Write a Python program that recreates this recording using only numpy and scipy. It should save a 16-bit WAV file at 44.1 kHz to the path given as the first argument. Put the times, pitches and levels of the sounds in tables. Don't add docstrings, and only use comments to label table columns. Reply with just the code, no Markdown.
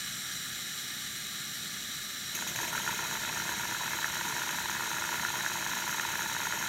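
import sys
import numpy as np
from scipy import signal
from scipy.io import wavfile
from scipy.ndimage import uniform_filter1d

SR = 44100
rng = np.random.default_rng(int(sys.argv[2]) if len(sys.argv) > 2 else 0)


def convert_level_to_amplitude(level_db):
    exponent = np.asarray(level_db, float) / 20
    return 10 ** exponent


def persist_wave(psi):
    counts = np.round(np.clip(psi, -1, 1) * 32767).astype(np.int16)
    wavfile.write(sys.argv[1], SR, np.atleast_2d(counts).T)


N = 294588

# start_s [s], level_db [dB]
BURNER_LEVEL = [(0, -44), (.5, -44), (.8, -44.5), (2.3, -44.5), (4.5, -44.5), (6.68, -45.5)]
# pitch_hz [Hz], width_hz [Hz], level_db [dB]
FLUE_MODES = [(786, 230, -17), (1201, 70, -5.5), (1330, 87, -6.5), (1423, 55, -3.5), (1723, 270, -1),
              (2132, 420, -5.5), (2517, 69, -5.5), (2947, 210, -8.5), (3290, 520, -10), (3893, 430, -3),
              (4180, 44, -9.5), (4310, 39, -9.5), (4697, 200, -12.5), (5110, 61, -11), (5230, 91, -34),
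              (5676, 404, -5.5), (6030, 440, -12.5), (6490, 140, -10.5), (6870, 170, -21), (7254, 700, -9),
              (7880, 270, -15.5), (8670, 600, -13.5), (9180, 390, -19.5), (9650, 210, -24),
              (9920, 570, -19.5), (10650, 110, -18), (10880, 230, -19), (11270, 270, -16.5),
              (12020, 470, -15), (12700, 790, -15), (13500, 310, -18.5), (14050, 250, -23),
              (14650, 300, -26), (14950, 300, -23), (15300, 340, -21), (15700, 300, -23)]
# pitch_hz [Hz], level_db [dB per Hz]
ROAR_SPECTRUM = [(15, -61), (25, -61), (47, -9.5), (81, -11.5), (130, -3), (210, -3), (285, -10),
                 (436, -15), (485, -23.5), (600, -17), (780, -27), (1320, -120)]
# start_s [s], angle_turns [turns]
WHEEL_TURNS = [(2.694, 1), (2.949, 3), (3.194, 5), (3.441, 7), (3.674, 9), (3.897, 11), (4.118, 13),
               (4.344, 15), (4.787, 19), (5.003, 21), (5.4265, 25), (5.6455, 27), (5.858, 29), (6.4885, 35),
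               (6.6965, 37)]
# start_s [s], level_db [dB]
SHAKE_LEVEL = [(2.3, -14), (2.43, -2), (2.52, -5), (2.6, 1), (2.75, 2), (4, -0.5), (5, 0), (6.68, -.5)]
# start_s [s], load [0-1]
ROD_LOAD = [(2.7, 0.1), (3.6, 0.5), (4.05, 0.77), (4.7, 0.98), (5.3, 0.97), (6.1, 1), (6.68, 0.7)]
# [dB, upper over lower plate modes]
STROKES_PER_TURN = [(.097, -39.5, -36, -5.5), (.192, -32.5, -31, 0), (.342, -37, -29, -0.5),
                    (.452, -40.5, -33.5, -1.5), (.6, -58, -40.5, -3.5), (.672, -49, -31.5, -3),
                    (.7, -40, -45, 4), (.835, -34.5, -32.5, 3), (.9, -50, -42, -5)]
# frame_db [dB], plate_db [dB]
UNLOADED_LOSS = [(6, 12), (18, 9), (2, 6), (-5.5, -2.5), (6, 10), (-3, 1), (4, -4), (1.5, 9), (-3, -2)]
# start_s [s], frame_db [dB], plate_db [dB]
STRAY_KNOCKS = [(2.377, -47, -36), (2.39, -46, -33), (2.424, -37.5, -32), (2.469, -40, -41),
                (2.516, -53, -40), (2.553, -47.5, -41), (2.562, -55, -34), (2.59, -34.5, -33),
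                (2.602, -38, -34), (2.633, -36, -36), (2.641, -45, -38), (2.651, -35, -37),
                (2.73, -34, -34), (2.892, -38, -41), (2.899, -45, -38), (2.975, -47, -40),
                (2.995, -38, -35), (3.24, -49, -38), (3.493, -41, -34), (4.5, -49, -40), (5.47, -52, -35)]
# start_s [s], level_db [dB]
PLATE_ACCENTS = [(2.881, 6.5), (3.005, -4), (3.127, -5), (3.484, -7), (3.937, 3), (4.044, 3.5),
                 (4.156, -1.5), (4.268, -12), (4.38, -4), (4.492, 3), (4.823, -1), (4.943, 3), (5.05, 2),
                 (5.145, 4), (5.251, 4), (5.463, 2), (5.684, 0), (6.314, -9), (6.42, 1), (6.523, 3)]
# start_s [s], level_db [dB]
VALVE_TAPS = [
    (2.881, -32),
    (3.249, -30),
    (3.254, -31),
    (3.292, -26),
    (4.492, -34),
]
# pitch_hz [Hz], width_hz [Hz], level_db [dB]
FRAME_MODES = [(906.6, 50, -2.5), (955, 80.3, 9.5), (1028, 69, 0.5)]
# pitch_hz [Hz], width_hz [Hz], level_db [dB]
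PLATE_MODES = [(1280, 290, 1), (1420, 111, 7), (1574, 136, 3.5), (1759, 225, 16.5), (1870, 260, -14),
               (2160, 154, -1.5), (2570, 102, -1.5), (3134, 250, 1.5)]
# pitch_hz [Hz], width_hz [Hz], level_db [dB]
BOILER_MODES = [(340.4, 23, -6), (431, 30.5, -9), (532, 50, -7.5), (619, 43.4, -3.5), (716, 42, -5)]
# pitch_hz [Hz], width_hz [Hz], level_db [dB]
TABLE_MODES = [(77, 26, -3.5), (142, 36, -4.5), (190, 153, -4)]
# phase_turns [share of a turn], level_db [dB]
PORT_OPENINGS = [
    (.21, -2),
    (.45, -1.5),
    (.71, -5),
    (.96, -1.5),
]
# start_s [s], level_db [dB]
FIRST_PUFFS = [
    (2.348, 5),
    (2.38, -14),
    (2.408, -4),
    (2.471, 3.5),
    (2.556, 1),
    (2.582, -7),
    (2.608, 2),
    (2.641, -7),
    (2.675, 0),
]
# start_s [s], level_db [dB]
STEAM_LEVEL = [(2.7, -40.5), (3.2, -43.5), (3.8, -44.5), (4.4, -43.5), (5, -43), (5.6, -42.5), (6.1, -42.5),
               (6.68, -42)]
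# pitch_hz [Hz], width_hz [Hz], level_db [dB]
CHIMNEY_MODES = [(2090, 270, -9.5), (2530, 470, -11), (3146, 260, -9.5), (3730, 140, -16), (4590, 330, -17),
                 (5800, 430, -12.5), (6140, 250, -27), (6330, 170, -9.5), (6580, 420, -4.5),
                 (7050, 200, -28), (7440, 210, -16.5), (9150, 610, -24), (9670, 470, -17.5),
                 (10060, 400, -21.5), (11500, 250, -14), (11800, 150, -23), (12340, 300, -17),
                 (12900, 320, -13.5), (13550, 300, -15), (14100, 300, -21), (15100, 300, -23),
                 (15550, 450, -23)]


def evened(x):
    return x / np.sqrt(np.mean(x ** 2) + 1e-20)


def column(rows, t, count):
    rows = np.array(rows)
    return np.interp(t, rows[:, 0], rows[:, count])


def peaks(modes, hz, steep=1.77):
    power = sum(convert_level_to_amplitude(db) ** 2 / (1 + (2 * (hz - f) / width) ** 2) ** steep for f, width, db in modes)
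    return np.sqrt(power)


def drift(shape, frames, bins):
    z = uniform_filter1d(rng.standard_normal(shape), frames, 1)
    return evened(uniform_filter1d(z, bins, 0))


def noise(size, magnitude):
    hop = size // 4
    hz = np.fft.rfftfreq(size, 1 / SR)[:, None]
    t = np.arange(N // hop + 5) * hop / SR
    real, imag = rng.standard_normal((len(t), len(hz), 2)).T
    spectra = (real + 1j * imag) * magnitude(hz, t)
    return signal.istft(spectra, nperseg=size, noverlap=size - hop)[1][:N]


def burner():
    def jet(hz, t):
        patches_db = 0.7 * drift((len(hz), len(t)), frames=8, bins=12)
        fizz_db = 2 * np.exp(-t / 1.2) * np.exp(-((hz - 8700) / 1300) ** 2)
        low_db = np.interp(t, (2.3, 3.2), (-4, -1.5)) * np.clip((3200 - hz) / 800, 0, 1)
        return peaks(FLUE_MODES, hz) * convert_level_to_amplitude(patches_db + fizz_db + low_db)

    f, db = np.transpose(ROAR_SPECTRUM)
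    roar = noise(4096, lambda hz, t: convert_level_to_amplitude(np.interp(np.log(hz + 1), np.log(f), db)) + 0 * t)
    flicker_db = 0.5 * drift((1, N), frames=300, bins=1)[0]
    level_db = column(BURNER_LEVEL, np.arange(N) / SR, count=1) + 6.43 + flicker_db
    return convert_level_to_amplitude(level_db) * evened(noise(1024, jet)) + convert_level_to_amplitude(-52.5) * evened(roar)


def knocks():
    slop_turns, frame_chance_db, plate_chance_db = 0.003, 1, 1.5
    s, turns = np.transpose(WHEEL_TURNS)
    share, frame_db, plate_db, colour_db = np.transpose(STROKES_PER_TURN)
    frame_loss, plate_loss = np.transpose(UNLOADED_LOSS)
    chance = rng.standard_normal((int(turns[-1]) - 1, len(share), 3))
    position = np.arange(1, turns[-1])[:, None] + share + slop_turns * chance[..., 0]
    at = np.interp(position, turns, s)
    slack = 1 - column(ROD_LOAD, at, count=1)
    frame_db = frame_db - frame_loss * slack + frame_chance_db * chance[..., 1]
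    plate_db = (plate_db - plate_loss * slack + plate_chance_db * chance[..., 2]).ravel()
    when, accent_db = np.transpose(PLATE_ACCENTS)
    plate_db[abs(at.reshape(-1, 1) - when).argmin(0)] += accent_db
    pattern = np.transpose([at.ravel(), frame_db.ravel(), plate_db, (colour_db + 0 * at).ravel()])
    strays = np.pad(STRAY_KNOCKS, ((0, 0), (0, 1)))
    rows = np.vstack([strays, pattern])
    return rows[np.argsort(rows[:, 0])].T


def ring(at, level_db, modes, rise, spread_db, scatter, colour_db=0):
    t, out = np.arange(4000) / SR, np.zeros(N)
    chance = rng.standard_normal((len(at), len(modes), 2))
    at = at + .001 * (rng.random(len(at)) - .5)
    for k, (hz, width, db) in enumerate(modes):
        late = at + scatter * chance[:, k, 1] / hz - 1.608 * rise
        late = np.clip(late, 0, N / SR)
        tilt_db = np.sign(hz - 1570) * colour_db
        blow_db = level_db + db + tilt_db + spread_db * chance[:, k, 0]
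        train = np.zeros(N + 400)
        np.add.at(train, (late * SR).astype(int), convert_level_to_amplitude(blow_db))
        swell = np.sin(np.pi / 2 * np.minimum(t / (2 * rise), 1)) ** 2
        tone = swell * np.exp(-np.pi * width * t) * np.sin(2 * np.pi * hz * t)
        out += signal.oaconvolve(train, tone)[:N]
    return out


def rattle(at, when, size, angle, shake_db):
    calm_db = -9 * np.exp(4 * (np.cos(angle) - 1))
    slack = 1 - column(ROD_LOAD, when, count=1)
    calm_db -= 6 * slack * np.exp(3 * (np.cos(angle - 1.2) - 1))
    since = when - at[np.maximum(np.searchsorted(at, when) - 1, 0)]
    settle_db = 2.5 - 280 * np.clip(since, 0, .025)
    level_db = -51 + 1.1 * shake_db + calm_db + settle_db - 8.2 * size
    out = ring(when, level_db - 3.0, FRAME_MODES, rise=0.002494, spread_db=7, scatter=0.36)
    return out + ring(when, level_db + 3.5, PLATE_MODES, rise=0.001494, spread_db=4.0, scatter=0.35)


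def boiler_shell(when, size, angle, shake_db):
    swing_db = 1.5 * np.cos(angle - 2.6)
    level_db = -48 + 0.73 * shake_db + swing_db - 8.1 * size
    return ring(when, level_db, BOILER_MODES, rise=0.003075, spread_db=3, scatter=0.15)


def rods():
    at, frame_db, plate_db, colour_db = knocks()
    out = ring(at + 0.00138, frame_db + 2.5, FRAME_MODES, rise=0.00267, spread_db=0.5, scatter=0.067)
    out += ring(at, plate_db - 1.5, PLATE_MODES, rise=0.001488, spread_db=2, scatter=0.2, colour_db=colour_db)
    tap, tap_db = np.transpose(VALVE_TAPS)
    out += ring(tap, tap_db, PLATE_MODES[-3:], rise=0.00101, spread_db=1, scatter=.1)

    when, size = rng.random((3000, 2)).T
    when = 2.325 + when * (N / SR - 2.33)
    s, turns = np.transpose(WHEEL_TURNS)
    angle = 2 * np.pi * (np.interp(when, s, turns, left=.4) - .98)
    shake_db = column(SHAKE_LEVEL, when, count=1)
    out += rattle(at, when, size, angle, shake_db)
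    return out + boiler_shell(when, size, angle, shake_db)


def table():
    t = np.arange(N) / SR
    s, turns = np.transpose(WHEEL_TURNS)
    throb = 1 + 0.52 * np.cos(2 * np.pi * (4 * np.interp(t, s, turns) - .8))
    drum = evened(noise(2048, lambda hz, frames: peaks(TABLE_MODES, hz, steep=2.26) + 0 * frames))
    level_db = -53.5 + 0.44 * column(SHAKE_LEVEL, t, count=1)
    fade_in = np.clip((t - 2.33) / 0.098, 0, 1)
    return convert_level_to_amplitude(level_db) * throb * fade_in * drum


def exhaust():
    s, turns = np.transpose(WHEEL_TURNS)
    puffs = []
    for turn in range(1, int(turns[-1])):
        for share, db in PORT_OPENINGS:
            puffs.append((np.interp(turn + share, turns, s), db))
    puffs = np.array(puffs)
    puffs += rng.standard_normal(puffs.shape) * [.0015, 1.1]
    at, puff_db = np.vstack([FIRST_PUFFS, puffs]).T
    train = np.zeros(N)
    train[np.minimum(at * SR, N - 1).astype(int)] = convert_level_to_amplitude(puff_db + column(STEAM_LEVEL, at, count=1))
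    t = np.arange(SR // 10) / SR
    puff = (1 - np.exp(-(t / 0.0016) ** 2)) * np.exp(-t / 0.024)
    flow = signal.oaconvolve(train, puff)[:N]

    def gusts(hz, t):
        return peaks(CHIMNEY_MODES, hz) * convert_level_to_amplitude(0.83 * drift((len(hz), len(t)), frames=4, bins=30))

    steam = evened(noise(1024, gusts))
    chimney_band = signal.butter(2, (5000, 8000), "band", fs=SR, output="sos")
    note = signal.sosfilt(chimney_band, steam)
    mean = flow[3 * SR:].mean()
    soft = mean * (flow.clip(0) / mean) ** 0.89
    return convert_level_to_amplitude(5.0) * (flow * note + soft * (steam - note))


def scene():
    return np.tile(burner() + rods() + table() + exhaust(), (2, 1))


def low_pass(x):
    return signal.sosfilt(signal.butter(12, 15730, fs=SR, output="sos"), x)


def record(dry):
    heard = signal.sosfilt(signal.butter(2, 45, "high", fs=SR, output="sos"), dry)
    return low_pass(heard)


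dry = scene()
out = record(dry)
persist_wave(out)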